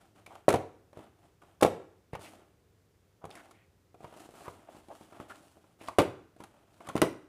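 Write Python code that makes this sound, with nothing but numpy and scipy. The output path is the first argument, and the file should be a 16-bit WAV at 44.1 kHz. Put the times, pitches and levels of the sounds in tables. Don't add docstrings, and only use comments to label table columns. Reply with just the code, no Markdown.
import sys
import numpy as np
from scipy import signal
from scipy.io import wavfile
from scipy.ndimage import uniform_filter1d

SR = 44100
rng = np.random.default_rng(int(sys.argv[2]) if len(sys.argv) > 2 else 0)


def master(y):
    cut = np.clip(np.atleast_2d(y).T, -1, 1)
    pcm = np.round(cut * 32767)
    wavfile.write(sys.argv[1], SR, pcm.astype(np.int16))


N = 321048

# (time [s], carton [dB], contact hardness [Hz], crunch [dB], floor thump [dB], wrapper crackle [dB])
EDGE_BLOWS = [(0.4822, -14, 600, -34.5, -33.5, -43), (0.4877, -29, 1000, -31, -35, -31.5),
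              (.5021, -31, 900, -33, -48, -38.5), (0.5267, -36.5, 2000, -42.5, -44, -43),
              (.5397, -22.5, 600, -40, -28.5, -40), (0.5438, -21.5, 1000, -39, -48, -49),
              (1.6118, -43.5, 2500, -45, -56, -41), (1.625, -17.5, 1700, -33.5, -30, -41.5),
              (1.6286, -15.5, 1498, -29.5, -36.5, -30.5), (1.6346, -28.5, 1200, -45, -50, -36.5),
              (1.6487, -16.5, 1300, -37.5, -31.5, -44.5), (5.9854, -18.5, 2200, -23.5, -35.5, -38),
              (5.9871, -18.5, 1200, -31, -23.5, -38.5), (5.99, -23, 1500, -36, -29.5, -35),
              (5.997, -24.5, 900, -31, -30, -42), (6.0041, -25, 1500, -38, -32, -45),
              (6.9542, -25, 150, -63, -39.5, -49), (6.964, -40, 1500, -38.5, -44.5, -44.5),
              (7.0177, -22.5, 6360, -30.5, -38.5, -29.5), (7.021, -26, 700, -41, -39, -53),
              (7.0237, -19, 500, -39.5, -42, -60)]
def landings():
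    cluster_gap_s, hop_s, hop_db, settle_db = .045, .013, -16, -1
    out = np.zeros(N)
    gaps_s = np.diff([row[0] for row in EDGE_BLOWS], append=np.inf)
    for (s, db, hard_hz, crunch_db, thump_db, crackle_db), gap_s in zip(EDGE_BLOWS, gaps_s):
        add(out, s, edge_blow(s, db, hard_hz, crunch_db, thump_db, crackle_db))
        if gap_s > cluster_gap_s:
            hop = edge_blow(s, db + hop_db, hard_hz, crunch_db + settle_db,
                            thump_db + hop_db, crackle_db + settle_db)
            add(out, s + hop_s, hop)
    return out


# (frequency [Hz], gain [dB])
THUD_SPECTRUM = [(60, -28.5), (150, -11.5), (300, -8.5), (550, 1.5), (900, -3.5), (1400, -18),
                 (3000, -39.5), (8000, -61)]
CRUNCH_SPECTRUM = [(250, -19.5), (600, 1.5), (1000, 2), (1400, 1), (1750, -11.5), (2300, -3.5),
                   (3000, -11.5), (3850, -14), (5200, -20), (9000, -27)]
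WRAPPER_SPECTRUM = [(300, -18.5), (1200, 7), (2500, 0), (3800, 0.5), (4900, -4.5), (6400, -3.5),
                    (7800, -3.5), (10000, -2), (12500, -10), (13800, -14.5), (15000, -16.5)]
def edge_blow(s, db, hard_hz, crunch_db, thump_db, crackle_db):
    snap_s = np.clip(4 / hard_hz, .0006, .0035)
    hollow = highpassed(softened(carton(s, damping=1.6), hard_hz), hz=199)
    thud = burst(snap_s=.0041, settle_s=.016, settle_db=-10, rise_s=.00099)
    crunch = burst(snap_s=.0037, settle_s=.013, settle_db=-8.5, rise_s=.0013)
    thump = floorboards(damping=.85, scatter_db=0, low_cut_hz=85)
    crackle = burst(snap_s, settle_s=.0071, settle_db=-21, rise_s=.0012)
    crack = signal.unit_impulse(len(hollow))
    crack_db = db - 7 + 8 * np.log2(hard_hz / 6000)
    out = sized(hollow, db)
    add(out, 0, sized(coloured(thud, THUD_SPECTRUM), db - 9))
    add(out, 0, sized(coloured(crunch, CRUNCH_SPECTRUM), crunch_db))
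    add(out, 0, sized(thump, thump_db))
    add(out, 0, sized(coloured(crackle, WRAPPER_SPECTRUM), crackle_db))
    add(out, 0, sized(coloured(crack, WRAPPER_SPECTRUM), crack_db))
    return out


# (frequency [Hz], weight [dB], nominal t60 [s])
FIRST_CARTON_MODES = [(230, -16.5, 0.043), (325.2, -18.5, 0.092), (380, -13, 0.13), (429, -10.5, 0.14),
                      (489.3, 0.5, 0.048), (591, 4.5, .03), (619.5, -6.5, .12), (719.3, 2, 0.078),
                      (771, -12.5, 0.023), (938, -10, 0.027), (1066, -6.5, .09), (1260, -13, 0.067),
                      (1315, -14, 0.075), (1550, -15.5, 0.028), (1662, -23, .05)]
SECOND_CARTON_MODES = [(214, -9, 0.097), (290.5, -11, 0.08), (347, 4.5, 0.036), (447, -9.5, 0.069),
                       (551, -11, 0.036), (602, 2, 0.039), (732, -10, 0.058), (854, -3.5, 0.027),
                       (885, -13.5, .07), (1010, -16.5, 0.14), (1390, -15.5, 0.058), (1510, -9, 0.023),
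                       (2010, -7, 0.11), (2370, -27, .04), (2870, -8.5, 0.053)]
def carton(s, damping):
    swap_s, max_cycles = 4.5, 79.5
    modes = FIRST_CARTON_MODES if s < swap_s else SECOND_CARTON_MODES
    lossy_modes = [(hz, db, min(t60, max_cycles / hz)) for hz, db, t60 in modes]
    return ring(lossy_modes, damping, scatter_db=3.5, longest_s=.11)


# (frequency [Hz], weight [dB], nominal t60 [s])
BOARD_MODES = [(64, -12.5, 0.14), (100, -4, .2), (145, -0.5, .09), (173.8, 4, 0.062)]
def floorboards(damping, scatter_db, low_cut_hz):
    return highpassed(ring(BOARD_MODES, damping, scatter_db, longest_s=.13), low_cut_hz)


# (time [s], tick [dB], tick pitch [Hz], body knock [dB], wrapper crackle [dB])
FINGER_TAPS = [(.262, -38.5, 2350, -71, -49), (.353, -34.5, 755.4, -64.5, -54), (.93, -45, 622, -58, -62),
               (.972, -45, 700, -44.5, -58), (1.04, -48.5, 616, -60.5, -63), (1.418, -45, 1328, -70, -66.5),
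               (2.133, -36, 594.8, -38.5, -53), (2.151, -26, 727, -47.5, -51),
               (2.334, -42.5, 711, -56.5, -58.5), (3.241, -32, 752, -44.5, -64),
               (3.253, -36.5, 840, -45, -49), (3.304, -43, 729, -60, -51), (3.353, -47.5, 791, -58, -46.5),
               (3.51, -47, 1050, -62, -53.5), (3.944, -48.5, 616, -54, -70), (4.006, -51, 703.7, -51, -68),
               (4.044, -33, 750, -44, -75), (4.29, -52, 762, -50.5, -64), (4.406, -42, 755, -59, -55.5),
               (4.48, -29, 878, -43, -63), (4.768, -49, 729, -53.5, -65), (4.885, -44, 714, -51.5, -59.5),
               (4.951, -48, 619.7, -63, -53.5), (5.2, -34.5, 630, -43.5, -55.5),
               (5.57, -51.5, 651.7, -57, -74.5), (5.641, -52.5, 1060, -62.5, -73),
               (5.884, -22, 990, -46, -41), (6.364, -50, 607, -59, -65), (6.403, -36.5, 1010, -48, -55.5),
               (6.437, -37.5, 623, -56, -47.5), (6.805, -36, 729, -53, -67.5), (6.87, -36, 1176, -64, -48),
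               (6.887, -29.5, 744, -45, -39.5), (6.896, -28.5, 1104, -52, -61)]
def taps():
    out = np.zeros(N)
    for s, *touch in FINGER_TAPS:
        add(out, s, tap(s, *touch))
    return out


def tap(s, tick_db, hz, knock_db, crackle_db):
    firm_db = -46.5
    thump_db = knock_db - 5.5 + .78 * (knock_db - firm_db)
    contact = coloured(burst(snap_s=.0035, settle_s=.0078, settle_db=-14.5, rise_s=.0018), CRUNCH_SPECTRUM)
    tick = resonate(contact, hz, width_hz=280) + .15 * contact
    knock = highpassed(softened(carton(s, damping=1.4), hard_hz=240), hz=185)
    thump = floorboards(damping=1.6, scatter_db=3, low_cut_hz=71.1)
    crackle = burst(snap_s=.0022, settle_s=.0084, settle_db=-14.5, rise_s=.0012)
    out = sized(knock, knock_db - .5)
    add(out, 0, sized(tick, tick_db - 12.5))
    add(out, 0, sized(thump, thump_db))
    add(out, 0, sized(coloured(crackle, WRAPPER_SPECTRUM), crackle_db - 7))
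    return out


# (start [s], length [s], relative rub level [dB], relative hiss level [dB])
SLIDE_STROKES = [(0, 0.017, -57.5, -67.5), (0.149, 0.026, -57.5, -70.5), (0.267, 0.093, -54, -68.5),
                 (0.933, 0.092, -52.5, -69.5), (1.171, 0.088, -64.5, -75.5), (1.41, 0.066, -57.5, -71.5),
                 (2.186, 0.079, -50.5, -55), (2.31, .12, -61, -86.5), (3.292, .09, -52, -63.5),
                 (3.411, 0.11, -62, -78), (3.967, 0.19, -54.5, -68), (4.161, 0.072, -53.5, -59),
                 (4.3, .2, -51.5, -59), (4.524, 0.15, -62.5, -81.5), (4.682, 0.12, -55.5, -65),
                 (4.861, .18, -57, -64.5), (5.097, 0.13, -52, -68), (5.282, 0.033, -50, -59.5),
                 (5.347, 0.16, -66.5, -69), (5.5, 0.21, -68.5, -79), (5.785, .09, -49.5, -59.5),
                 (6.379, 0.058, -56, -67), (6.522, .11, -63.5, -82), (6.682, 0.11, -65.5, -74),
                 (6.799, .13, -51.5, -65.5)]
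# (frequency [Hz], gain [dB])
RUB_SPECTRUM = [(120, -40), (200, -4), (339, 1.5), (463, -16), (588, -1), (814, -1.5), (946, -8),
                (1310, -8), (1840, -16), (3190, -18), (4000, -27), (5200, -53), (8800, -120)]
HISS_SPECTRUM = [(1650, -28.5), (2800, -3), (3550, -5), (4060, -4), (5900, -5.5), (7470, -3.5),
                 (9590, -3.5), (13100, -12), (15500, -12.5)]
def slides():
    rise_share, coast_s = .4, .062
    age_s = np.arange(SR) / SR
    rub_level, hiss_level = np.zeros((2, N))
    for start_s, length_s, rub_db, hiss_db in SLIDE_STROKES:
        push = np.minimum(age_s / (rise_share * length_s), 1)
        speed = push * np.exp(-np.maximum(age_s - length_s, 0) / coast_s)
        add(rub_level, start_s, amp(rub_db) * speed)
        add(hiss_level, start_s, amp(hiss_db) * speed)
    pressure = amp(1.94 * evened(uniform_filter1d(rng.standard_normal(N), size=700)))
    rub = amp(-5.5) * evened(coloured(grains(N, per_s=2300, spread_db=2.5), RUB_SPECTRUM))
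    hiss = amp(-5) * evened(coloured(grains(N, per_s=22000, spread_db=5.5), HISS_SPECTRUM))
    crinkle = amp(-10.5) * evened(coloured(grains(N, per_s=130, spread_db=3), WRAPPER_SPECTRUM))
    return pressure * (rub_level * rub + hiss_level * (hiss + crinkle))


def catches():
    per_s, above_rub_db, spread_db = 11, 8, 2
    out = np.zeros(N)
    for start_s, length_s, rub_db, _ in SLIDE_STROKES:
        for place, strength in rng.random((round(length_s * per_s), 2)):
            s = start_s + place * length_s
            db = rub_db + above_rub_db + spread_db * (2 * strength - 1)
            add(out, s, tap(s, tick_db=db, hz=800, knock_db=db - 8, crackle_db=db - 18))
    return out


# (time [s], length [s], level [dB], centre pitch [Hz])
CARDBOARD_SCUFFS = [(.301, 0.04, -52.5, 736), (1.607, .016, -39, 864), (2.126, 0.035, -53, 1990),
                    (2.227, 0.064, -57, 2320), (3.209, 0.05, -58.5, 723), (3.309, 0.0058, -51.5, 3320),
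                    (3.342, 0.08, -57, 1600), (3.52, 0.15, -71.5, 2006), (4.435, 0.057, -52, 1120),
                    (4.682, 0.014, -48, 647), (4.898, 0.038, -46.5, 640), (5.296, 0.033, -49, 1250),
                    (5.803, 0.026, -58, 2260), (5.872, 0.013, -52, 3520)]
def scuffs():
    glide_ratio = 1.06
    out = np.zeros(N)
    for s, length_s, db, pitch_hz in CARDBOARD_SCUFFS:
        size = int(length_s * SR)
        hz = np.geomspace(pitch_hz * glide_ratio, pitch_hz / glide_ratio, size)
        width_hz = pitch_hz * .62
        slips = grains(size, per_s=2000, spread_db=.5)
        tone = resonate(resonate(slips, hz, width_hz), hz, width_hz)
        add(out, s, amp(db) * evened(tone) * signal.windows.tukey(size, .5))
    return out


def directions(x, count=3, turn_s=.024):
    turns = np.arange(N) / SR / turn_s
    facing = np.arange(count)[:, None] / count
    shares = np.maximum(np.cos(2 * np.pi * (turns - facing)), 0)
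    return x * shares / np.linalg.norm(shares, axis=0)


# (frequency [Hz], t60 [s])
ROOM_DECAY = [(100, 0.43), (300, 0.6), (600, 0.46), (1500, 0.6149), (3000, 0.4858), (7000, 0.49),
              (14000, 0.31)]
# (frequency [Hz], gain [dB])
ECHO_SPECTRUM = [(50, -13), (100, 2.5), (240, -3.5), (400, 1), (600, -5), (1000, -6), (3000, -4),
                 (10000, -7.5)]
def room(x, wet_db, early_db, early_s):
    t = np.arange(SR) / SR
    arrived = t > .004
    echoes = rng.choice([-1., 1.], SR) * (rng.random(SR) < 4000 / SR) * arrived
    hz, frame_s, bands = signal.stft(echoes, SR, nperseg=256)
    decay = amp(-60 * frame_s / read(ROOM_DECAY, hz)[:, None])
    tail = signal.istft(bands * decay, SR, nperseg=256)[1][:SR] * np.minimum(t / .0051, 1)
    early = rng.permutation(echoes) * np.exp(-t / early_s) * arrived
    response = amp(wet_db) * tail / np.linalg.norm(tail) + amp(early_db) * early / np.linalg.norm(early)
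    return signal.fftconvolve(x, coloured(response, ECHO_SPECTRUM))[:N]


# (frequency [Hz], gain [dB])
AIR_SPECTRUM = [(15, -51.5), (25, -30), (46, -18.5), (101, -6.5), (133, -16.5), (164, -13.5), (233, -21),
                (410, -18), (684, -28), (1380, -32.5), (2010, -35), (4040, -39.5), (5730, -40),
                (13500, -45), (15500, -45)]
def ambience(rms_db):
    return amp(rms_db) * evened(coloured(rng.standard_normal(N), AIR_SPECTRUM, size=8192))


def ring(modes, damping, scatter_db, longest_s, size=12000):
    hz, db, t60 = np.transpose(modes)[:, :, None]
    t = np.arange(size) / SR
    weight_db = db + scatter_db * rng.standard_normal(db.shape)
    life_s = np.minimum(t60 / damping, longest_s)
    return (amp(weight_db - 60 * t / life_s) * np.sin(2 * np.pi * hz * t)).sum(0)


def burst(snap_s, settle_s, settle_db, rise_s, size=5000):
    t = np.arange(size) / SR
    fade = np.exp(-t / snap_s) + amp(settle_db) * np.exp(-t / settle_s)
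    return grains(size, per_s=9000, spread_db=4) * fade * (1 - np.exp(-t / rise_s))


def grains(length, per_s, spread_db):
    size = amp(spread_db * np.minimum(rng.exponential(1, length), 4))
    return evened(size * rng.choice([-1, 1], length) * (rng.random(length) < per_s / SR))


def softened(x, hard_hz):
    pole = np.exp(-2 * np.pi * hard_hz / SR)
    return signal.lfilter([1 - pole], [1, -pole], x)


def highpassed(x, hz):
    return signal.sosfilt(signal.butter(2, hz, "high", fs=SR, output="sos"), x)


def resonate(x, hz, width_hz):
    turn = np.exp(2j * np.pi * np.cumsum(hz * np.ones(len(x))) / SR)
    pole = np.exp(-np.pi * width_hz / SR)
    return 2 * (turn * signal.lfilter([1 - pole], [1, -pole], x / turn)).real


def coloured(x, spectrum, size=2048):
    gain_db = np.maximum(read(spectrum, abs(np.fft.fftfreq(size, 1 / SR))), -100)
    log_response = np.conj(signal.hilbert(np.log(amp(gain_db))))
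    kernel = np.fft.ifft(np.exp(log_response)).real
    return signal.oaconvolve(x, kernel)[:len(x)]


def read(points, hz):
    point_hz, value = np.transpose(points)
    return np.interp(np.log(hz + 1), np.log(point_hz + 1), value)


def amp(db):
    return 10 ** (np.asarray(db) / 20)


def evened(x):
    return x / np.sqrt(np.mean(x ** 2) + 1e-20)


def sized(x, db):
    return amp(db) * x * np.sqrt(SR / 100 / (np.sum(x ** 2) + 1e-20))


def add(mix, s, sound):
    part = mix[max(round(s * SR), 0):][:len(sound)]
    part += sound[:len(part)]


def scene():
    air = ambience(rms_db=-67.5)
    boxes = landings() + slides() + scuffs() + taps() + catches()
    echo = sum(room(part, wet_db=-11, early_db=-5.5, early_s=.036) for part in directions(boxes))
    return (boxes + echo + air)[None]


def record(dry):
    ceiling, edge_hz = .82, 15450
    rounded = ceiling * np.tanh(dry / ceiling)
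    lowpass = signal.firwin(255, edge_hz, window=("kaiser", 9), fs=SR)
    return signal.oaconvolve(rounded, lowpass[None], "same")


dry = scene()
out = record(dry)
master(out)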